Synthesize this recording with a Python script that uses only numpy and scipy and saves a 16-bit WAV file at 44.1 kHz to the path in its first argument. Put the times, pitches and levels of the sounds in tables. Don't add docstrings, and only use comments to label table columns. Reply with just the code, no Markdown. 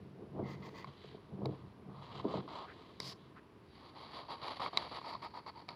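import sys
import numpy as np
from scipy import signal
from scipy.io import wavfile
from scipy.ndimage import uniform_filter1d

SR = 44100
rng = np.random.default_rng(int(sys.argv[2]) if len(sys.argv) > 2 else 0)


def voltage_ratio(decibels):
    exponent = np.asarray(decibels, float) / 20
    return 10 ** exponent


def materialize(psi):
    bounded = np.clip(np.atleast_2d(psi).T, -1, 1)
    quanta = np.round(bounded * 32767).astype(np.int16)
    wavfile.write(sys.argv[1], SR, quanta)


N = 253575
HZ = abs(np.fft.fftfreq(2 ** 15, 1 / SR))


def evened(x):
    return x / np.sqrt(np.mean(x ** 2) + 1e-20)


def curves(table):
    s, *columns = np.transpose(table)
    return [np.interp(np.arange(N) / SR, s, column) for column in columns]


def causal(x, gain):
    log_spectrum = np.conj(signal.hilbert(np.log(gain + 1e-6)))
    taps = np.fft.ifft(np.exp(log_spectrum)).real
    return signal.oaconvolve(x, taps[:len(taps) // 2])[:len(x)]


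def colour(x, points):
    hz, db = np.transpose(points)
    return causal(x, voltage_ratio(np.interp(np.log(HZ + 1), np.log(hz), db)))


def ring(x, modes):
    power = np.zeros(len(HZ))
    for hz, width, db in modes:
        bend = ((HZ - hz) / width * 2) ** 2
        power += voltage_ratio(2 * db) / width / (1 + bend) / (1 + bend / 4)
    return causal(x, np.sqrt(power))


def resonate(x, hz, width):
    turn = np.exp(2j * np.pi * np.cumsum(hz * np.ones(len(x))) / SR)
    r = np.exp(-np.pi * abs(width) / SR)
    return 2 * (turn * signal.lfilter([1 - r], [1, -r], x / turn)).real


def grit(per_s, spread_db, lumps_db, lump_s):
    size = voltage_ratio(spread_db * np.minimum(rng.exponential(1, N), 3)) * rng.standard_normal(N)
    lumps = evened(uniform_filter1d(rng.standard_normal(N), max(round(lump_s * SR), 1)))
    clicks = rng.random(N) < per_s / SR
    return evened(size * clicks * voltage_ratio(lumps_db * lumps))


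def blows(rows, body, chatter_s, after_db, after_s):
    t = np.arange(6000) / SR
    burst = t / chatter_s * np.exp(1 - t / chatter_s)
    shape = burst + voltage_ratio(after_db) * np.exp(-t / after_s)
    out = np.zeros(N + len(t))
    for s, db, *part_db in rows:
        noise = rng.standard_normal(len(t))
        at = round(s * SR)
        for relative_db, modes in zip([0, *part_db], body):
            part = ring(noise * shape, modes)
            out[at:at + len(t)] += voltage_ratio(db + relative_db) * part / abs(part).max()
    return out[:N]


# (frequency [Hz], density [dB per Hz])
ROOM_SPECTRUM = [(20, -9), (35, -18), (60, 1), (110, 4), (400, 0.5), (550, -11), (1000, -13.5),
                 (1550, -13.5), (2900, -19.5), (4700, -25), (6500, -24.5), (9000, -26), (12000, -24),
                 (16000, -24.5)]


def room():
    hum, hiss = rng.standard_normal((2, N))
    whine = ring(hiss, [(10620, 120, 0)])
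    hum_db, whine_db = -60.5, -75.5
    return voltage_ratio(hum_db) * evened(colour(hum, ROOM_SPECTRUM)) + voltage_ratio(whine_db) * evened(whine)


# (time [s], weight [dB], roughness [dB])
HAND_DRAG = [(0, -54.5, -3), (.14, -62, -0.5), (.23, -56, 5), (.33, -57.5, -3), (.47, -52.5, 3),
             (.58, -52.5, -3.5), (.7, -58.5, 4.5), (.89, -59.5, -2.5), (1.03, -70.5, 3),
             (1.14, -58.5, -0.5), (1.23, -75.5, 6), (1.33, -52.5, -1.5), (1.56, -57, 2.5), (1.61, -57, -6),
             (1.67, -58.5, -4.5), (1.75, -71.5, 3.5), (1.89, -54.5, 0), (2.02, -63, -6.5),
             (2.21, -55.5, -1), (2.5, -70, 11.5), (2.72, -67, 7.5), (2.97, -70.5, 5.5), (3.06, -60, 1.5),
             (3.3, -68.5, 1), (3.5, -76, 8)]
# (time of peak [s], rise [s], peak in the upper modes [dB],
# second mode against that [dB], slow mode against that [dB])
HEEL_SHOVES = [(0.396, .09, -37, -3.5, -10), (1.46, 0.16, -41.5, -8, -8.5), (2.257, 0.029, -35, -7, -24),
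               (2.349, 0.016, -37.5, -12, -26)]


def hand():
    weight_db, rough_db = curves(HAND_DRAG)
    second_mode_db = -0.5
    power = voltage_ratio([weight_db - rough_db, weight_db + second_mode_db, weight_db + rough_db]) ** 2
    rise_db = 28.5
    fall_db_per_s = np.array([[60], [127], [191]])
    for s, rise_s, db, second_db, slow_db in HEEL_SHOVES:
        t = np.arange(N) / SR - s
        peak_db = db + np.array([[slow_db], [second_db], [0]])
        power += voltage_ratio(peak_db - np.maximum(-rise_db * t / rise_s, fall_db_per_s * t)) ** 2
    return power


# (frequency [Hz], width [Hz], power [dB])
DESK_MODES = [
    [(99.3, 17, -11.5), (135.1, 11.4, -4)],
    [(191.2, 23.3, -4), (207, 34, -14.5)],
    [(265, 40, -4.5), (307, 14, -3), (364, 86, 1), (428.8, 44, -1), (490, 94, -4), (603, 150, -8.5),
     (690, 140, -7.5), (920, 240, -10), (1100, 300, -16.5)],
]
STROKE_TO_DESK = [-23, -23, -15.5]
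# (time [s], slow mode peak [dB], second mode against that [dB],
# upper modes against that [dB])
DESK_BUMPS = [(0.36, -52, -8, 0), (0.394, -44.5, -8, 13), (0.425, -44, 5, 11.5), (1.043, -61, 4, 19.5),
              (1.145, -61, 9, 19.5), (1.417, -42, 6, 8), (1.454, -37, -23, 6), (2.243, -50.5, 8.5, 16),
              (2.259, -55, 9, 5), (2.339, -43.5, 5, 16), (2.377, -44.5, 4, 9.5), (2.998, -60.5, -16, 19)]


def desk(pressure):
    drag = grit(per_s=2000, spread_db=-0.5, lumps_db=1.0, lump_s=0.013)
    rub = np.zeros(N)
    for hand_power, db, modes in zip(hand(), STROKE_TO_DESK, DESK_MODES):
        gain = np.sqrt(hand_power + (voltage_ratio(db) * pressure) ** 2)
        rub += gain * evened(ring(drag, modes))
    return rub + blows(DESK_BUMPS, DESK_MODES, chatter_s=0.0023, after_db=-19.0, after_s=0.015)


# (time [s], pressure [dB], speed [dB])
LIGHT_GLIDE = [(0, -73, -78), (.27, -78, -92), (.46, -57.5, -73), (.66, -68, -66.5), (.98, -68, -68.5),
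               (1.38, -69.5, -79.5), (1.54, -63.5, -69.5), (1.9, -69, -88), (2.09, -59, -63),
               (2.26, -55, -65), (2.45, -65, -68), (2.7, -61, -65), (2.98, -67.5, -66.5), (3.28, -68, -72),
               (3.49, -69.5, -100), (3.75, -72, -64.5), (3.99, -60, -70), (4.12, -57, -58),
               (4.24, -60, -65), (4.39, -55.5, -61), (4.57, -58.5, -57), (4.71, -62, -61),
               (4.88, -58.5, -55.5), (5.02, -61, -58), (5.19, -61, -64.5), (5.44, -66, -69.5),
               (5.75, -65.5, -74)]
# (start [s], length [s], pressure [dB], top speed [dB],
# share of the stroke where it is fastest [0-1])
PENCIL_STROKES = [(0.435, 0.12, -54.5, -57.5, 0.65), (0.618, 0.076, -52, -56.5, 0.6),
                  (0.739, 0.096, -54, -56, 0.47), (.868, 0.046, -58.5, -61.5, 0.23),
                  (0.963, 0.2, -69, -62.5, 0.52), (1.892, 0.17, -57, -68, 0.75),
                  (2.013, 0.071, -57, -60.5, 0.44), (2.096, 0.12, -50, -55.5, 0.63),
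                  (2.279, 0.13, -46.5, -53.5, 0.44), (2.48, 0.18, -47, -54.5, 0.44),
                  (2.77, 0.15, -65, -69, .4), (3.005, .128, -57.5, -46, 0.55),
                  (3.73, 0.17, -59.5, -63, 0.95), (3.946, 0.14, -55.5, -56.5, 0.5),
                  (4.131, 0.11, -49.5, -52.5, 0.44), (4.281, 0.077, -45, -50, 0.52),
                  (4.412, .130, -44.5, -47.5, 0.53), (4.557, 0.025, -51.5, -52, 0.2),
                  (4.593, 0.096, -40.5, -45.5, 0.48), (4.727, 0.15, -45.5, -49.5, 0.51),
                  (4.91, 0.083, -44.5, -49.5, 0.55), (5.038, 0.13, -45.5, -50, 0.47),
                  (5.216, 0.061, -45, -50, 0.45), (5.335, 0.067, -48.5, -55.5, 0.45),
                  (5.461, 0.043, -47, -52, 0.48), (5.549, .079, -53.5, -60, 0.57),
                  (5.681, 0.081, -50.5, -54, 0.09)]


def motion():
    rise_s, release_s = 0.0045, 0.00405
    arch_db, sheen_arch_db = 6, 14
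    lean = 0.48
    ease_db = -1.5
    pressure, speed = (voltage_ratio(c) ** 2 for c in curves(LIGHT_GLIDE))
    peak = speed.copy()
    for start, length, press_db, top_db, fastest in PENCIL_STROKES:
        end = min(round((start + length + 8 * release_s) * SR), N)
        t = np.arange(round(start * SR), end)
        since = np.maximum(t / SR - start, 0)
        u = np.minimum(since / length, 1)
        edge = np.minimum(since / rise_s, 1) * np.exp(-np.maximum(since - length, 0) / release_s)
        off = (u - fastest) ** 2 * 4
        slow_db = -arch_db * off
        pressure[t] += (edge * voltage_ratio(press_db + ease_db * (u - 0.5) + lean * slow_db)) ** 2
        speed[t] += (edge * voltage_ratio(top_db + slow_db)) ** 2
        peak[t] += (edge * voltage_ratio(top_db - sheen_arch_db * off)) ** 2
    return np.sqrt([pressure, speed, peak])


# (from time [s], grip column [index])
GRIP_CHANGES = [(0, 1), (.428, 0), (.855, 1), (3.0, 2), (3.17, 1), (3.5, 3), (5.02, 4)]
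# (frequency [Hz], width [Hz], then relative
# power [dB] in each grip: upright, leaning, lifted while the hand slides, flat, flat and light)
PENCIL_MODES = [(692, 386, 0, 5.5, 7, 0.5, -4.5), (933, 135, 3, 4, -2, -0.5, 2),
                (1072, 156, 6, 8, 11, 2, -5.5), (1239, 72, -1, 0.5, -11, -6.5, -7),
                (2070, 134, 6.5, -30, -25, -19, -28), (2058, 590, 5, 0, -7.5, 3, 2.5),
                (3265, 840, -0.5, 4.5, -4, 3.5, -3.5), (3950, 300, -8, 0, -2, 1.5, -3.5),
                (4515, 420, -3, -2, 2.5, 3.5, 4), (5050, 640, -20, -17, 6, -17, -12),
                (6570, 1400, 2.5, -4.5, 4.5, -11.5, -24), (7400, 1400, -17, -6.5, 0, -8.5, -9),
                (9350, 1300, -8, -27, -1, -15, -12), (10790, 480, -22, -12, 0, -1.5, -5.5),
                (11200, 680, -26, -16, -11, -17, -20), (13100, 1200, -13, -24, -2, -27, -24),
                (14500, 1000, 0, -27, -9, -14, -9)]


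def strokes(pressure, speed, peak):
    grain = grit(per_s=9000, spread_db=1.0, lumps_db=1.0, lump_s=0.007)
    since, column = np.transpose(GRIP_CHANGES)
    grip = column[np.searchsorted(since, np.arange(N) / SR, "right") - 1]
    sheen = peak * (peak / voltage_ratio(-39)) ** 0.04
    out = np.zeros(N)
    for k in range(len(PENCIL_MODES[0]) - 2):
        modes = [(hz, width, db[k]) for hz, width, *db in PENCIL_MODES]
        held = uniform_filter1d(1.0 * (grip == k), 800)
        shaft, tip, gloss = ring(grain, modes[:5]), ring(grain, modes[5:10]), ring(grain, modes[10:])
        out += held * pressure * evened(shaft)
        out += held * (speed * tip + sheen * gloss) / tip.std()
    return out


# (time [s], tip peak [dB], then against the tip: shaft ring [dB], snap of the lead [dB],
# knock of the wood [dB])
TIP_TICKS = [(0.844, -48.5, 13.5, -3, 4), (1.179, -64, 12, -7, -5), (1.4567, -33.5, -15, -0.5, -12.5),
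             (1.548, -64, 16, -7, -1), (2.1979, -49.5, 14.5, -11, -3), (2.4776, -52, 12, -7, -18),
             (3.0018, -27, -12, 7.5, -11), (3.029, -44, -25, -7, -24), (3.044, -41, -28, -3, -11),
             (4.048, -48, 2, -16, -14), (4.4821, -36, 2, -9, -8), (4.6023, -45, 11.5, 3, -18),
             (4.6614, -43.5, 16, -3, 6.5), (4.7729, -13.5, -10.5, -6, -11), (5.0148, -55, 16, -7, -6),
             (5.1514, -45, 13, -7, -16), (5.2264, -45, 5, -9, -3), (5.4635, -49, 10.5, -11, -3),
             (5.6885, -32, -5.5, -8, -7.5)]
# (frequency [Hz], width [Hz], power [dB])
TICK_MODES = [
    [(3450, 620, -10), (3910, 290, 3), (4430, 510, 2)],
    [(1064, 154, -5), (620, 580, -15.5)],
    [(5740, 1260, -0.5), (7670, 1100, -3.5), (10500, 890, -9), (13800, 5400, -8)],
    [(2190, 247, 18), (1730, 1100, -22)],
]


def ticks():
    return blows(TIP_TICKS, TICK_MODES, chatter_s=0.00025, after_db=-14.0, after_s=0.0037)


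# (start [s], length [s], level [dB], from frequency [Hz], to frequency [Hz])
PAPER_RUSTLES = [(2.663, 0.077, -54, 1170, 1700), (3.35, 0.053, -56, 980, 1760)]


def rustles():
    crackle = grit(per_s=5000, spread_db=2, lumps_db=1.5, lump_s=0.003)
    out = np.zeros(N)
    for s, length, db, from_hz, to_hz in PAPER_RUSTLES:
        at, n = round(s * SR), round(length * SR)
        hz = np.linspace(from_hz, to_hz, n)
        band = resonate(resonate(crackle[at:at + n], hz, width=700), hz, width=1200)
        out[at:at + n] += voltage_ratio(db) * evened(band) * np.hanning(n) ** 0.5
    return out


def scene():
    pressure, speed, peak = motion()
    mix = room() + desk(pressure) + strokes(pressure, speed, peak) + ticks() + rustles()
    return mix[None]


# (frequency [Hz], level [dB])
MIC_RESPONSE = [(25, -18), (45, -1), (80, 0.5), (4800, -2), (5600, -7), (6400, -14), (16000, -20)]


def microphone(dry):
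    return colour(dry[0], MIC_RESPONSE)[None]


def roll_off(x):
    return signal.sosfilt(signal.butter(12, 15720, fs=SR, output="sos"), x)


def record(dry):
    mix = microphone(dry)
    return roll_off(mix)


dry = scene()
out = record(dry)
materialize(out)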